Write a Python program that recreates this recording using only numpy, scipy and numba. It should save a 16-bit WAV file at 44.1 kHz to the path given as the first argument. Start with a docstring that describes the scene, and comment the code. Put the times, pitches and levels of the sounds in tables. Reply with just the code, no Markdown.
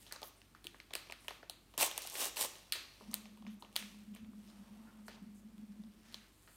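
"""A hard-walled kitchen: above a table, hands crinkle a paper sachet and tear it open in three pulls.
Creases buckle with sharp snaps, fibres break in dense bursts and fingers rustle, all ringing the paper's
resonances and bouncing off the walls. From about halfway a hollow body drones, nudged at random.
Mains hum and room noise lie underneath."""
import sys
import numpy as np
from scipy import signal
from scipy.fft import rfft, irfft
from scipy.io import wavfile
from scipy.ndimage import uniform_filter1d
from numba import njit

SR = 44100
rng = np.random.default_rng(int(sys.argv[2]) if len(sys.argv) > 2 else 0)


def digitize_waveform(pressure):
    """Quantize a signal to 16-bit integers and store it at the path in sys.argv[1].

    Rows of a 2-D input are taken as channels; values are limited to [-1, 1].
    """
    field = np.atleast_2d(pressure).T
    bounded = np.clip(field, -1, 1)
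    quanta = np.round(bounded * 32767).astype(np.int16)
    wavfile.write(sys.argv[1], SR, quanta)


N = 289296

# The paper's resonances (boomy panel, crackly crease, crisp edge): pitch_hz, width_hz, gain_db
PANEL_MODES = [(375, 280, 0.5), (500, 67, -7.5), (614, 403, 8.5), (1123, 348, 9)]
CREASE_MODES = [(1960, 1050, -8.5), (2750, 590, 1), (4070, 4100, -5.5), (6000, 980, -3)]
EDGE_MODES = [(8550, 4200, 5.8), (12720, 1900, 5.4), (14300, 1550, 4.4)]


def undb(db):
    """Decibels to amplitude."""
    return 10 ** (np.asarray(db) / 20)


def unit(x):
    """Scale to an rms of 1."""
    return x / np.sqrt(np.mean(x ** 2))


@njit
def bandpass(x, hz, width):
    """State-variable band-pass, gain 1 at the centre."""
    y, band, low = np.empty(len(x)), 0., 0.
    g, damping = np.tan(np.pi * hz / SR), width / hz
    for i in range(len(x)):
        v = (band + g * (x[i] + 1e-18 - low)) / (1 + g * (g + damping))
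        band, low, y[i] = 2 * v - band, low + 2 * g * v, damping * v
    return y


def ring(x, modes):
    """A body with a few broad resonances of alternating polarity."""
    return sum((-1) ** k * undb(db) * bandpass(x, float(hz), float(width))
               for k, (hz, width, db) in enumerate(modes))


def fader_curves(spans):
    """One dB curve per column of timed breakpoints; silent outside the spans."""
    t, out = np.arange(N) / SR, np.full((len(spans[0][0]) - 1, N), -150.)
    for span in spans:
        times, *columns = np.transpose(span)
        inside = (t >= times[0]) & (t <= times[-1])
        out[:, inside] = [np.interp(t[inside], times, column) for column in columns]
    return out


def grains(per_s, spread_db):
    """Random clicks; a few are much larger than the rest."""
    hit = rng.random(N) < per_s / SR
    return hit * rng.standard_normal(N) * undb(np.minimum(spread_db * rng.exponential(size=N), 12))


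def room_tone(noise_db=-69):
    """Mains hum and the steady noise of room and microphone."""
    # Colour of the noise: frequency_hz, relative_db
    noise_colour = [(15, -57), (25, -16), (60, -2), (97, -4), (321, -3.5), (510, -16.5), (1150, -16),
                    (1550, -18.5), (3510, -23), (7710, -30), (8600, -30.5), (15200, -29), (16500, -66)]
    # Hum partials: pitch_hz, rms_db
    hum_partials = [(49.3, -72.5), (98.6, -79)]
    t, hz = np.arange(N) / SR, np.fft.rfftfreq(N, 1 / SR)
    corner_hz, corner_db = np.transpose(noise_colour)
    colour_db = np.interp(np.log(hz + 1), np.log(corner_hz), corner_db)
    air = unit(irfft(rfft(rng.standard_normal(N)) * undb(colour_db), N))
    hum = sum(np.sqrt(2) * undb(db) * np.sin(2 * np.pi * pitch * t) for pitch, db in hum_partials)
    return undb(noise_db) * air + hum


def kitchen_reverb(x):
    """First reflections from table and walls, and a diffuse tail whose bands die at their own rates."""
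    # Bands of the tail: centre_hz, width_hz, t60_s, relative_db
    tail_bands = [(378, 570, 0.51, 1.5), (700, 1500, 0.12, 0.5), (1290, 310, 0.44, 3),
                  (2330, 1400, 0.55, -0.5), (3360, 640, 0.28, 4), (4090, 940, 0.72, -7.5),
                  (6270, 1460, 0.45, 4.5), (9000, 1700, 0.15, 7.5), (12500, 3100, 0.48, -6.5),
                  (15200, 3800, 0.21, 3)]
    # First reflections: delay_s, gain_db
    reflections = [(.0046, -6), (0.0121, -12), (0.026, -35)]
    t = np.arange(int(.7 * SR)) / SR
    rise = np.clip((t - .003) / 0.00069, 0, 1)
    tail = sum(undb(db - 60 * t / t60) * bandpass(rng.standard_normal(len(t)), float(hz), float(width))
               for hz, width, t60, db in tail_bands)
    response = rise * tail / np.sqrt(np.sum(tail ** 2))
    for delay_s, db in reflections:
        response[int(delay_s * SR)] += undb(db)
    return signal.fftconvolve(x, response)[:N]


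def drone_swells(attack_s=0.01, hold_s=0.016, t60_s=0.26):
    """An rms envelope: each swell rises fast, holds briefly and dies away."""
    # Swells of the drone: crest_s, peak_db
    swells = [(3.086, -41), (3.321, -68), (3.399, -48.5), (3.438, -44), (3.471, -45), (3.509, -49),
              (3.818, -48.5), (3.909, -52), (3.991, -59), (4.08, -49), (4.11, -50.5), (4.215, -45),
              (4.289, -41.5), (4.329, -55), (4.376, -49.5), (4.593, -50.5), (4.702, -52), (4.774, -49.5),
              (4.833, -52.5), (4.966, -52.5), (5.003, -55), (5.119, -58), (5.184, -50), (5.221, -42),
              (5.274, -51), (5.337, -52), (5.451, -49.5), (5.543, -51), (5.58, -43.5), (5.619, -47),
              (5.693, -46), (5.796, -44.5), (5.845, -47.5), (6.076, -55), (6.152, -59)]
    t, power = np.arange(SR // 2) / SR, np.zeros(N + SR)
    attack = np.clip(t / attack_s, 0, 1)
    decay_db = 60 * np.maximum(t - attack_s - hold_s, 0) / t60_s
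    for crest_s, peak_db in swells:
        i = int((crest_s - attack_s) * SR)
        power[i:i + len(t)] += (attack * undb(peak_db - decay_db)) ** 2 / 2
    return np.sqrt(power[:N])


def hollow_drone(evenness=.9):
    """Irregular nudges keep a hollow body sounding, with a faint buzz above its low note."""
    # The body's low resonances and its faint upper ring: pitch_hz, width_hz, gain_db
    hollow_modes = [(212.8, 21.4, 2.5), (177.6, 21, -11.5), (270, 180, -5.5)]
    buzz_modes = [(283, 133, -20.5), (694, 500, -42.5)]
    # The drone between swells: time_s, level_db
    drone_bed = [
        [(3.0, -67), (3.1, -59), (3.55, -58.5), (3.65, -64.5), (3.85, -60), (4.4, -58.5), (5.1, -60),
         (5.8, -57.5), (5.92, -63.5), (6.18, -66), (6.3, -81)],
    ]
    nudges = grains(per_s=600, spread_db=0.81)
    hollow = ring(nudges, hollow_modes)
    level = np.hypot(undb(fader_curves(drone_bed)[0]), drone_swells())
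    buzz = uniform_filter1d(level, 16000) * ring(nudges, buzz_modes) / np.std(hollow)
    # steady pushing partly evens out the swings
    swing = np.sqrt(uniform_filter1d(hollow ** 2, 1500))
    evened = hollow / (swing + 0.18 * np.std(hollow)) ** evenness
    # two more passes steepen the flanks of the resonance
    note = unit(bandpass(evened, hz=207., width=40.))
    return bandpass(level * note, hz=218., width=63.) + buzz


def brushes(edge_s=0.006):
    """Grainy friction that starts and stops with the movement."""
    # Short brushes, scrapes and dull bumps: start_s, length_s, centre_hz, nominal_width_hz, level_db
    strokes = [(0.01, 0.028, 9000, 5000, -67), (0.12, 0.038, 5700, 2980, -66), (0.131, 0.05, 955, 700, -62),
               (0.23, 0.064, 12500, 7100, -59), (0.218, 0.034, 850, 500, -57),
               (0.353, 0.059, 8950, 2000, -76), (0.648, 0.013, 310, 120, -55),
               (1.196, 0.11, 9900, 3020, -72), (1.777, .03, 154, 120, -57), (3.468, 0.075, 2820, 2480, -72),
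               (3.498, 0.053, 10900, 7000, -73), (3.593, 0.034, 9000, 7000, -69.5),
               (4.136, 0.043, 2800, 2000, -67.5), (4.14, 0.037, 11000, 7000, -72),
               (4.206, 0.084, 93, 30, -67), (4.475, 0.036, 3800, 3000, -68.5), (4.48, .55, 770, 805, -72),
               (4.868, 0.043, 1410, 200, -68), (5.054, 0.047, 9000, 8000, -67.5),
               (5.095, 0.074, 3000, 2850, -65), (5.098, 0.092, 870, 700, -67),
               (5.343, 0.07, 9000, 8000, -74), (6.048, 0.099, 3830, 4030, -73),
               (6.03, 0.25, 1720, 1490, -71.5)]
    out, t = np.zeros(N), np.arange(N) / SR
    friction = unit(grains(per_s=4000, spread_db=2))
    for start_s, length_s, hz, width, db in strokes:
        end_s = start_s + length_s
        span = slice(int(start_s * SR), int(end_s * SR))
        contact = np.clip(np.minimum(t[span] - start_s, end_s - t[span]) / edge_s, 0, 1)
        band = float(hz), 1.3 * width
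        out[span] += undb(db) * contact * unit(bandpass(bandpass(friction[span], *band), *band))
    return out


def finger_rustle(boom_db=-6, tick_db=-10):
    """Slipping contact: a fine, soft hail rings the paper, and faint creases tick as they give way."""
    # Fingers and powder brushing the paper: time_s, dull_db, bright_db
    rustle_levels = [
        [(0.0, -69.5, -65.5), (0.15, -71, -80), (0.3, -74.5, -83), (0.8, -84, -77), (0.98, -69, -85.5),
         (1.33, -73, -71), (1.45, -87, -84), (1.9, -70.5, -75), (2.5, -65, -67), (2.72, -71.5, -80),
         (3.09, -68.5, -77), (3.6, -88, -89), (3.83, -67.5, -71), (4.0, -73.5, -77), (4.28, -86, -83),
         (4.45, -72.5, -77), (5.4, -84, -82.5), (6.0, -77, -81.5), (6.15, -68.5, -77), (6.3, -78.5, -78.5),
         (6.56, -78, -68.5)],
    ]
    dull_db, bright_db = fader_curves(rustle_levels)
    hail = grains(per_s=7000, spread_db=2)
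    ticks = undb(tick_db) * unit(ring(grains(per_s=40, spread_db=1.9), CREASE_MODES))
    dull = unit(ring(hail, CREASE_MODES)) + undb(boom_db) * unit(ring(hail, PANEL_MODES)) + ticks
    return undb(dull_db) * dull + undb(bright_db) * unit(ring(hail, EDGE_MODES))


def crease_tone(x, hz, q):
    """One crease's own resonance: two band-passes in a row."""
    return bandpass(bandpass(x, float(hz), hz / q), float(hz), hz / q)


def crease_snaps(crack_s=0.00053, thump_s=0.0014, size=1024):
    """Buckling creases shake panel, edge and sheet; returns the direct sound and the reverb send."""
    # Snaps: start_s, peak_db, pitch_hz, then relative to the peak: panel_db, edge_db, sheet_db, send_db
    snaps = [(0.0658, -45.5, 3460, -13, -8, -9, 9), (0.1118, -43, 1550, -17, -18, -19, 13),
             (0.1236, -41.5, 1790, -4, 11, 6, 1.5), (0.1606, -47.5, 1350, -1.5, -14, 5.5, -6),
             (0.2176, -44.5, 3390, 0.5, -1, -11, 4), (0.2296, -33, 3800, -7.5, -14, -23, 0.5),
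             (0.4165, -48.5, 3150, -14, -16, -20, -3), (0.5488, -45.5, 1260, -29, -17, -11, 2),
             (0.643, -43.5, 3270, -15, -4.5, -8, 10), (0.6688, -31, 3130, -27, -6, -29, -7),
             (0.7444, -48, 1630, -1.5, -26, -34, 4.5), (0.8008, -39.5, 1980, -20, -20, -6.5, -0.5),
             (0.907, -46.5, 2580, -0.5, -20, -19, 4.5), (0.933, -43, 2500, -10, -10, -11, -6),
             (0.936, -29.5, 2460, -15, -4.5, -7, -3), (0.9522, -28.5, 2460, -10, 2.5, -4, 2.5),
             (1.0703, -50, 2400, -7, -9, -17, 3), (1.098, -37.5, 2070, -6.5, -22.5, -29, -1),
             (1.11, -43, 3460, -11, -6, -19, -11), (1.1226, -32.5, 2110, -11.5, -7.5, -9, -0.5),
             (1.2455, -56, 1800, 0.5, 1.5, -5, 7), (1.282, -26, 2540, -13.5, -10, -47, 0.5),
             (1.3068, -42, 2000, 2, -9, -2, 1), (1.4291, -43, 1390, -3, -24, -17, 2.5),
             (1.497, -29.5, 3770, -15.5, -1.5, -5.5, -0.5), (1.7391, -50.5, 2720, -1, -9, -22, 6.5),
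             (1.7779, -31.5, 2930, -2, 8.5, -26, -36), (1.823, -25, 2660, -8.5, 2.5, -32, 2.5),
             (1.8268, -20, 2880, -10.5, -3, -16, -21), (1.83, -27.5, 2370, -1.5, 8, -13, -15),
             (1.9133, -32.5, 2870, -17, -5, -16, 2), (1.9778, -30, 2700, -8, 9, -24, -1),
             (2.0197, -41, 5000, -13, 5.5, -3, 8), (2.0317, -48, 5900, -11, -2, -11, 12),
             (2.049, -50.5, 4040, 5.5, 6, -12, -6), (2.0653, -47, 4690, -6, 10, -13, -11),
             (2.0725, -42.5, 4030, -10, 12, -3, 1), (2.0988, -41, 5900, -21, 6, -16, 2),
             (2.128, -42, 5940, -16, -2, -10, 8), (2.1534, -32, 2820, -12, -10, -31, 5),
             (2.3687, -31.5, 2660, -9.5, -10, -4.5, 8), (2.411, -29, 4000, -20, 7, -10, -3),
             (2.4468, -35, 3710, 1, -3, -18, -3), (2.555, -42.5, 2823, -8, -11, -20, 4),
             (2.7225, -24, 2760, -25.5, 1.5, -2, 6), (2.7528, -35.5, 3240, -10.5, -30, -31, 11),
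             (3.0079, -54.5, 1340, 9.5, -5, -8, 7.5), (3.1132, -43.5, 6000, -9, -2, -11, 4),
             (3.1319, -44.5, 2400, -5, -13, -1, 11.5), (3.141, -26.5, 3660, -20, 8, -12, -4.5),
             (3.2556, -44.5, 2650, -8, -25, -11, 4), (3.3728, -57, 2610, 0.5, 0, -14, 7),
             (3.4232, -52.5, 3120, 1.5, -27, -25, -14), (3.45, -56, 3000, 1, -18, -21, 0),
             (3.466, -43, 2400, -6.5, -20, -29, 5), (3.6233, -44.5, 3340, 1.5, -11, -6, 2.5),
             (3.6479, -46.5, 2330, -6, -17, -33, 1), (3.7273, -55, 3070, -3, 1, -10, 4),
             (3.7574, -35, 3170, -7.5, -3, 0, -11), (3.7627, -20, 3160, -20.5, -3.5, -36, 0),
             (3.7888, -48.5, 2840, -7, 7.5, -11, 14), (3.8248, -40.5, 2190, -7.5, -9, -18, -1),
             (3.9444, -59, 3100, 2, -17, -7, 2), (4.149, -52.5, 2620, -2, 7, -30, -4),
             (4.1614, -47.5, 2300, -9, -25, -33, 7), (4.246, -54, 2500, -11, -26, -29, -11),
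             (4.3323, -65, 1360, 5, -15, -16, -3), (5.0818, -39.5, 1320, -6.5, -10, -7.5, 7),
             (5.5802, -55, 2880, -12, -6, -13, -2), (5.8364, -54.5, 3540, -7, -11, -19, -12),
             (6.1244, -51.5, 2900, -14, -1, -7, 12.5), (6.1431, -33.5, 3660, -16, -13, -4.5, -1.5),
             (6.4755, -49, 1230, -10, -17, -13, 10.5)]
    # Ring of the taut sheet: pitch_hz, width_hz, gain_db
    sheet_modes = [(4080, 590, 6), (4690, 1100, 5)]
    direct, send, t = np.zeros(N + size), np.zeros(N + size), np.arange(size) / SR
    crack = t / crack_s * np.exp(-t / crack_s)
    thump = t / thump_s * np.exp(-t / thump_s)
    click = 1. * (t == 0)
    buckle = np.roll(click, 20)  # lands near the crest of the crack
    for start_s, peak_db, hz, panel_db, edge_db, sheet_db, send_db in snaps:
        noise = rng.standard_normal((4, size))
        aimed = [crease_tone(crack * noise[0] + 0.7 * buckle, hz, q=1.75),
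                 ring(thump * noise[1], PANEL_MODES),
                 ring(crack * noise[2] + 0.34 * buckle, EDGE_MODES),
                 ring(crack * noise[3], sheet_modes)]
        # the walls hear all directions at once, so the fine ripples of one direction average out
        diffuse = [crease_tone(click, hz, q=0.64)]
        diffuse += [ring(click, modes) for modes in (PANEL_MODES, EDGE_MODES, sheet_modes)]
        i = int(start_s * SR)
        for part, smooth, part_db in zip(aimed, diffuse, (0, panel_db, edge_db, sheet_db)):
            part = undb(peak_db + part_db) * part / np.max(np.abs(part))
            direct[i:i + size] += part
            send[i:i + size] += undb(send_db) * np.std(part) * smooth / np.std(smooth)
    return direct[:N], send[:N]


def tearing(fine_per_s=3000, coarse_per_s=700, spread_db=3, shared_gain=0.64):
    """Breaking fibres: a hail of clicks, partly shared by the resonances; the panel feels coarser ones."""
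    # Three pulls, with a slow creep leading into the second:
    # grip_s, hardest_s, release_s, grip_db, hardest_db, release_db, relative_boom_db, relative_edge_db
    pulls = [(1.777, 1.812, 1.88, -50, -35, -49.5, -5, 3), (1.956, 1.995, 2.3, -54, -54, -55, -9, -9),
             (2.122, 2.221, 2.287, -58, -41, -49, -5, 3), (2.36, 2.423, 2.4646, -53.5, -40, -52.5, -5, 4)]
    spans = [[(s, db, boom, edge) for s, db in zip(pull[:3], pull[3:])] for *pull, boom, edge in pulls]
    level_db, boom_db, edge_db = fader_curves(spans)
    shared = shared_gain * unit(grains(fine_per_s, spread_db))

    def breaks(modes, per_s):
        return unit(ring(shared + unit(grains(per_s, spread_db)), modes))

    rip = breaks(CREASE_MODES, fine_per_s)
    boom = undb(boom_db) * breaks(PANEL_MODES, coarse_per_s)
    crisp = undb(edge_db) * breaks(EDGE_MODES, fine_per_s)
    return undb(level_db) * (rip + boom + crisp)


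def scene(reverb_db=-8):
    """The paper and its reverb over the drone and the room tone, in mono."""
    snaps, snap_send = crease_snaps()
    fibres = tearing() + finger_rustle()
    scrapes = brushes()
    reverb = undb(reverb_db) * kitchen_reverb(snap_send + fibres + scrapes)
    low_cut = signal.butter(3, 230, "high", fs=SR, output="sos")  # so small a sheet radiates no bass
    paper = signal.sosfilt(low_cut, snaps + fibres + reverb)
    return (paper + scrapes + hollow_drone() + room_tone())[None]


def record(dry):
    """The microphone port dips near ten kilohertz; the phone cuts the top."""
    dipped = dry - 0.4 * bandpass(dry[0], hz=10500., width=560.)
    high_cut = signal.ellip(10, .2, 60, 15900, fs=SR, output="sos")
    return signal.sosfilt(high_cut, dipped)


dry = scene()
out = record(dry)
digitize_waveform(out)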